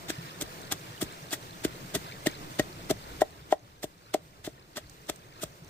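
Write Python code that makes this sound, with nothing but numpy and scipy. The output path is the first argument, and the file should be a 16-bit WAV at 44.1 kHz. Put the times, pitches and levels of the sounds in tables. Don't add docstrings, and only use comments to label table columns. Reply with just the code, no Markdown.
import sys
import numpy as np
from scipy import signal
from scipy.fft import rfft, irfft, next_fast_len
from scipy.io import wavfile
from scipy.ndimage import uniform_filter1d, minimum_filter1d, map_coordinates

SR = 44100
rng = np.random.default_rng(int(sys.argv[2]) if len(sys.argv) > 2 else 0)


def file_out(sig):
    cols = np.atleast_2d(sig).T
    lim = np.clip(cols, -1, 1)
    pcm = np.round(lim * 32767).astype(np.int16)
    wavfile.write(sys.argv[1], SR, pcm)


N = 250929
SIZE = next_fast_len(N + 4096)
HZ = np.maximum(np.arange(SIZE // 2 + 1) * SR / SIZE, 1)

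# stop_s, crush_db, sink_ms (from first touch to stop),
# touch_db (first touch), fall_ms, treble_db (treble against the rest), thump_db (on the rock)
BLOWS = [(0.1023, -26, 15.3, -38, 7.3, -7.5, -38), (0.4226, -26, 10, -27, 3.8, 3, -30.5),
         (0.7235, -20, 7.7, -30, 5.6, -3.5, -34), (1.03, -28, 14.2, -25, 3.8, 2, -26.5),
         (1.333, -22, 16.4, -34.5, 9.4, -2.5, -52), (1.6498, -22.5, 9.6, -34.5, 5.7, -4, -27),
         (1.951, -22, 8.6, -42, 10.2, -3.5, -25.5), (2.27, -19, 6, -26.5, 4, -4.5, -29.5),
         (2.597, -21.5, 6, -33, 3.5, -9.5, -24), (2.9112, -23, 9.9, -25, 2.6, -2.5, -26),
         (3.22, -26, 9.6, -34.5, 4.8, -7.5, -54), (3.527, -24, 18.5, -42, 7.2, -9.5, -56),
         (3.8425, -22, 10.7, -20.5, 3.8, 1, -23.5), (4.1422, -11.5, 6.2, -39, 4.1, -7.5, -56),
         (4.47, -25.5, 23.5, -25, 2.6, -3.5, -24), (4.771, -19.5, 9.1, -30, 9.9, -7.5, -30.5),
         (5.0987, -16, 11.2, -32.5, 2.4, -5.5, -30), (5.439, -20, 20.7, -33, 1.9, -0.5, -24)]


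def mortar():
    # pitch_hz, left_minus_right_db
    mortar_pan = [(60, 3), (110, -3), (200, 3), (380, -1), (520, 3.5), (625, 5.5), (760, 0), (1290, 5.5),
                  (2380, -0.5), (4400, 0.5), (8120, 1.5), (15000, -0.5)]
    # left_ms, right_ms, gain (a plain factor)
    echo_paths = [(0, 0.092, 1.0), (0.247, 0.705, 0.012), (0.898, 1.364, -0.074), (2.1, 1.43, 0.02)]
    shared, left, right = crush()
    paths = sum(gain * lag([left_ms, right_ms]) for left_ms, right_ms, gain in echo_paths)
    sides = pan(mortar_pan)
    pounding = knocks() + 0.64 * shared
    direct = through(pounding, paths * sides)
    treble_only = 1 / (1 + (3000 / HZ) ** 2)
    scattered = through(np.array([left, right]), treble_only * sides)
    return direct + 1.46 * scattered + banks(pounding)


def knocks():
    # start_s, knock_db (dull), ring_db (hollow), tick_db
    contacts = [(0.1008, -25.5, -39, -52), (0.4122, -52, -32, -46), (0.424, -25, -38, -40),
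                (0.7214, -32, -34.5, -40), (1.024, -14, -33, -39), (1.3298, -22.5, -52, -35),
                (1.334, -49.5, -56, -23.5), (1.65, -11.5, -28.5, -55.5), (1.9443, -25, -29, -43),
                (1.9522, -28, -26.5, -32), (1.9568, -20, -34, -34), (1.9643, -22, -36, -33),
                (2.2612, -55, -18, -51), (2.2693, -11, -32, -18.5), (2.595, -14, -13, -22),
                (2.5987, -35, -17.5, -22), (2.9026, -14.5, -21, -42), (2.9102, -17.5, -14.5, -41.5),
                (3.218, -14, 0, -17.5), (3.525, -12, 4.5, -16), (3.832, -29, -19.5, -33),
                (3.8405, -13.5, -12.5, -30), (4.145, -8, -0.5, -32), (4.475, -13, -15, -32),
                (4.7692, -45, -25, -45), (4.779, -34, -19.5, -23.5), (5.0892, -48, -24, -29),
                (5.0963, -20, -17, -42), (5.4324, -25, -19.5, -48)]
    strength_hz = [310, 620, 780, 1900]
    # pitch_hz, level_db, t60_s (time to fade by 60 dB),
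    # swing (a factor: above 0 the first swing goes out, below 0 it goes in)
    modes = [(54.2, -4.5, 0.18, 0.77), (150, 6, 0.039, 1), (311.7, 2.5, 0.028, -0.96),
             (439.4, -1, 0.028, 0.98), (617.5, 1, 0.038, 0.78), (765.6, -3, 0.028, -0.84),
             (1030, -5.5, 0.032, 0.49), (1360, -11.5, 0.03, 0.91), (1600, -8, 0.0043, -0.85),
             (1890, -4.5, 0.027, 1), (3140, -19, 0.029, -1.2)]
    upper_growth = 1.67
    rock_hz, thump_lead_ms = 200, 1.3
    bounce_ms, bounce_db = 20, -29.5
    start_s, knock_db, ring_db, tick_db = np.transpose(contacts)
    strengths = np.transpose([knock_db, ring_db, upper_growth * ring_db, tick_db])
    blows, out = np.array(BLOWS), np.zeros(N)
    for hz, level_db, t60_s, swing in modes:
        if hz < rock_hz:
            hit_s, strength_db = blows[:, 0] - thump_lead_ms / 1000, blows[:, -1]
        else:
            hit_s = start_s
            strength_db = np.array([np.interp(np.log(hz), np.log(strength_hz), row) for row in strengths])
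        clicks = np.zeros(N)
        clicks[np.round(hit_s * SR).astype(int)] = swing * from_db(level_db + strength_db)
        clicks += from_db(bounce_db) * np.roll(clicks, round(bounce_ms * SR / 1000))
        low_cut = signal.butter(3, .5 * hz, "high", fs=SR, output="sos")
        out += signal.sosfilt(low_cut, swell(clicks, hz, t60_s, cycles=0.61))
    return out


def crush():
    # pitch_hz, level_db
    crush_colour = [(150, 4), (330, 16), (500, -3), (650, 11.5), (1100, -3), (1900, -0.5), (2700, -4),
                    (3400, 2), (4500, -4.5), (8500, -1.5), (16000, 7)]
    t = np.arange(N) / SR
    dull_power, bright_power = np.zeros(N), np.zeros(N)
    for peak_s, level_db, rise_ms, fall_ms, treble_db in bursts():
        near = slice(max(round((peak_s - .15) * SR), 0), round((peak_s + .2) * SR))
        ms = (t[near] - peak_s) * 1000
        shape = np.where(ms < 0, ms / max(rise_ms, .3), -ms / max(fall_ms, .3))
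        power = from_db(2 * level_db) * np.exp(2 * shape)
        dull_power[near] += power * from_db(-treble_db)
        bright_power[near] += power * from_db(treble_db)
    colour = from_db(at_hz(crush_colour))
    bright = 1 / (1 + (5500 / HZ) ** 4)
    snaps = np.zeros((3, N))
    for spot in range(3):
        dry_cracks = rms_one(grains(per_s=9700, spread_db=4.5))
        wet_pops = pops(low_hz=1256, high_hz=15640, per_s=2400, cycles=17.4, spread_db=3.0, count=11)
        snaps[spot] = rms_one(through(dry_cracks + 0.66 * wet_pops, colour))
    dull_part = np.sqrt(dull_power) * through(snaps, 1 - bright)
    return dull_part + np.sqrt(bright_power) * through(snaps, bright)


def bursts():
    touch_rise_ms, duller_db = 3.6, -5
    touch_fall, stop_rise = 0.88, 0.46
    settle_db, settle_ms = -18.5, 17
    for stop_s, crush_db, sink_ms, touch_db, fall_ms, treble_db, _ in BLOWS:
        dull_db = treble_db + duller_db
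        yield stop_s - sink_ms / 1000, touch_db, touch_rise_ms, touch_fall * sink_ms, dull_db
        yield stop_s, crush_db, stop_rise * sink_ms, fall_ms, treble_db
        yield stop_s, crush_db + settle_db, fall_ms, settle_ms, dull_db


def banks(x):
    tail_db, t60_s, delay_ms = -19.5, 0.13, 9
    t = np.arange(round(.3 * SR)) / SR
    tail = rng.standard_normal((2, len(t))) * from_db(-60 * t / t60_s)
    tail = tail / np.sqrt(np.sum(tail ** 2, axis=1, keepdims=True))
    softer_treble = 1 / (1 + (HZ / 3000) ** 2)
    return from_db(tail_db) * through(x, rfft(tail, SIZE) * lag(delay_ms) * softer_treble)


def drops():
    # start_s, level_db, pitch_hz, snap_db
    splashes = [(0.502, -44, 4400, -48), (0.616, -45, 4370, -38), (.6714, -49, 4070, -49),
                (.7954, -51, 7220, -43), (0.978, -40.5, 2980, -48), (1.1241, -43, 8560, -41),
                (1.3078, -35, 4630, -39), (1.4267, -39.5, 3950, -52), (1.508, -38.5, 4180, -51),
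                (1.531, -42, 3570, -61), (1.861, -49, 4130, -46), (2.0677, -41, 4490, -50),
                (2.3127, -39, 6310, -54), (2.625, -42, 4280, -52), (2.99, -43, 4390, -55),
                (3.307, -42, 4260, -44), (3.5947, -42, 6410, -50), (4.8704, -39.5, 4370, -48),
                (4.8968, -49, 5230, -32), (5.0698, -44, 4000, -38), (5.1598, -41, 8300, -35),
                (5.646, -52, 5290, -42), (5.68, -44, 5800, -52)]
    # start_s, level_db, pitch_hz
    gulps = [(.183, -30, 163), (1.063, -40, 150), (5.621, -32, 154.3), (5.658, -37, 87.5)]
    ring_cycles = 33
    pan_centre_db, pan_spread_db = -2.5, 5
    snap_ms = 3.0
    out, snaps = np.zeros((2, N)), np.zeros((2, N))
    fade = np.exp(-np.arange(400) / (snap_ms * SR / 1000))
    noises = rng.standard_normal((len(splashes), 2, 400)) * fade
    places_db = pan_centre_db + pan_spread_db * rng.standard_normal(len(splashes))
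    for (start_s, level_db, hz, snap_db), noise, pan_db in zip(splashes, noises, places_db):
        at, sides = round(start_s * SR), from_db([[pan_db / 2], [-pan_db / 2]])
        click = np.eye(1, min(2048, N - at))[0]
        splash = swell(click, hz, ring_cycles / hz, cycles=19.0)
        out[:, at:at + 2048] += from_db(level_db) * splash * sides
        snaps[:, at:at + 400] += from_db(snap_db) * noise * sides
    for start_s, level_db, hz in gulps:
        at = round(start_s * SR)
        click = np.eye(1, min(SR // 2, N - at))[0]
        out[:, at:at + SR // 2] += from_db(level_db) * swell(click, hz, 17.0 / hz, cycles=2.2)
    return out + through(snaps, 1 / (1 + (5000 / HZ) ** 4))


def stream():
    # start_s, rush_db, rumble_db (deep bass)
    flow = [(0, -44, -67), (.9, -44, -91), (1.6, -44, -49), (2.1, -44, -85), (2.8, -44, -50),
            (3.5, -44, -43), (4, -42.5, -52), (4.5, -42.5, -47), (5.2, -44, -47.5), (5.69, -46, -60)]
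    # (per Hz, shape only)
    rush_colour = [(25, -16), (60, -4), (150, 2), (300, 4.5), (600, 2), (1000, 3), (2000, -4.5),
                   (4000, -11.5), (8000, -17.5), (16000, -8)]
    # pitch_hz, left_minus_right_db
    rush_pan = [(60, -1), (110, 1), (200, 6.5), (380, -5.5), (700, 3), (1290, -0.5), (2380, -2.5),
                (4400, -4), (8120, 1), (15000, -1)]
    # (per octave, about 1 kHz)
    reaches = [(0.52, -4.5, -4), (-0.514, -11, -1.5), (0.431, -3, 2), (0.36, -6, 2.8), (-0.136, -10.5, 2.5),
               (-0.24, -5, -4.6)]
    # pitch_hz, common_share (0 to 1)
    likeness = [(300, 0.62), (1000, 0.98), (3000, 0.83), (7000, 0.62), (16000, 0.04)]
    gurgle_db, spray_db = -3.5, -20.5
    start_s, rush_db, rumble_db = np.transpose(flow)
    t = np.arange(N) / SR
    alike = np.clip(at_hz(likeness), 0, 1)

    rush = 0
    for ms, level_db, tilt_db in reaches:
        noise = rng.standard_normal((3, N)) * from_db(2.2 * drift(21))
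        common, left, right = rfft(noise, SIZE)
        sides = np.sqrt(alike) * common * lag([-ms / 2, ms / 2])
        sides = sides + np.sqrt(1 - alike) * np.array([left, right])
        rush = rush + sides * from_db(level_db + tilt_db * np.log2(HZ / 1000))
    rush = rms_one(irfft(rush * from_db(at_hz(rush_colour)) * pan(rush_pan), SIZE)[:, :N])
    for ms, level_db, _ in reaches[:2]:
        fizz = pops(low_hz=917, high_hz=5130, per_s=1500, cycles=48, spread_db=3.0, count=16)
        fizz_gain = from_db(level_db - 9.5 + 3.4 * drift(10.0))
        rush = rush + fizz_gain * through(fizz, lag([-ms / 2, ms / 2]))
    spray = pops(low_hz=3600, high_hz=6500, per_s=260, cycles=36, spread_db=2.5, count=7)
    rush = rush + from_db(spray_db) * np.array([spray, np.roll(spray, 22)])

    gurgle = pops(low_hz=108.0, high_hz=181.6, per_s=200, cycles=19, spread_db=3.5, count=6)
    higher = pops(low_hz=312.2, high_hz=666.6, per_s=250, cycles=26.7, spread_db=2.0, count=6)
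    gurgle = gurgle + from_db(-7.0) * higher
    deep = signal.butter(2, [28, 90], "band", fs=SR, output="sos")
    rumble = rms_one(signal.sosfilt(deep, rng.standard_normal(N) * from_db(3.5 * drift(14))))
    layers = zip((rush_db, rush_db + gurgle_db, rumble_db), (rush, gurgle, rumble))
    return sum(from_db(np.interp(t, start_s, level_db)) * layer for level_db, layer in layers)


def pops(low_hz, high_hz, per_s, cycles, spread_db, count):
    clicks = grains(per_s, spread_db)
    dealt = rng.integers(0, count, N)
    pitches = np.geomspace(low_hz, high_hz, count)
    return rms_one(sum(swell(clicks * (dealt == k), hz, cycles / hz, cycles / 3)
                       for k, hz in enumerate(pitches)))


def grains(per_s, spread_db):
    sizes = from_db(spread_db * np.minimum(rng.exponential(1, N), 5)) * rng.choice([-1, 1], N)
    return sizes * (rng.random(N) < per_s / SR)


def swell(clicks, hz, t60_s, cycles):
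    drive_t60_s = max(cycles, .5) / hz
    drive = ring(clicks, hz, drive_t60_s)
    return ring(drive, hz, t60_s) * 2 * np.log(1000) / (drive_t60_s * SR)


def ring(clicks, hz, t60_s):
    r, w = from_db(-60 / (t60_s * SR)), 2 * np.pi * hz / SR
    return signal.lfilter([0, np.sin(w)], [1, -2 * r * np.cos(w), r * r], clicks + 1e-18)


def drift(rate):
    steps = rng.standard_normal(400)
    return map_coordinates(steps, [np.arange(N) / SR * rate + 3], order=3)


def from_db(db):
    return 10 ** (np.asarray(db) / 20)


def rms_one(x):
    return x / np.sqrt(np.mean(x ** 2) + 1e-20)


def at_hz(points):
    hz, values = np.array(points).T
    return np.interp(np.log(HZ), np.log(np.maximum(hz, 1)), values)


def through(x, response):
    return irfft(rfft(x, SIZE) * response, SIZE)[..., :N]


def lag(ms):
    return np.exp(-2j * np.pi * HZ * np.asarray(ms)[..., None] / 1000)


def pan(table):
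    return from_db(at_hz(table) * [[.5], [-.5]])


def scene():
    return mortar() + drops() + stream()


def record(dry):
    # pitch_hz, level_db
    mic_colour = [(20, -7.5), (8500, 5.5), (10200, -6.5), (11500, -4.5), (16000, -8.5)]
    limit_db, hold_s, release_db_per_s = -4.5, 1, 6.5
    x = through(dry, from_db(at_hz(mic_colour)))
    peak_db = 20 * np.log10(np.abs(x).max(axis=0) + 1e-9)
    over_db = np.maximum(peak_db - limit_db, 0)
    hold = round(hold_s * SR)
    held_db = -minimum_filter1d(-over_db, hold, origin=(hold - 1) // 2, mode="nearest")
    slope_db = release_db_per_s * np.arange(N) / SR
    duck_db = np.maximum.accumulate(held_db + slope_db) - slope_db
    duck_db = uniform_filter1d(np.roll(duck_db, -24), size=48, mode="nearest")
    top_cut = signal.cheby2(16, 70, 16150, fs=SR, output="sos")
    return signal.sosfilt(top_cut, x * from_db(-duck_db))


dry = scene()
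out = record(dry)
file_out(out)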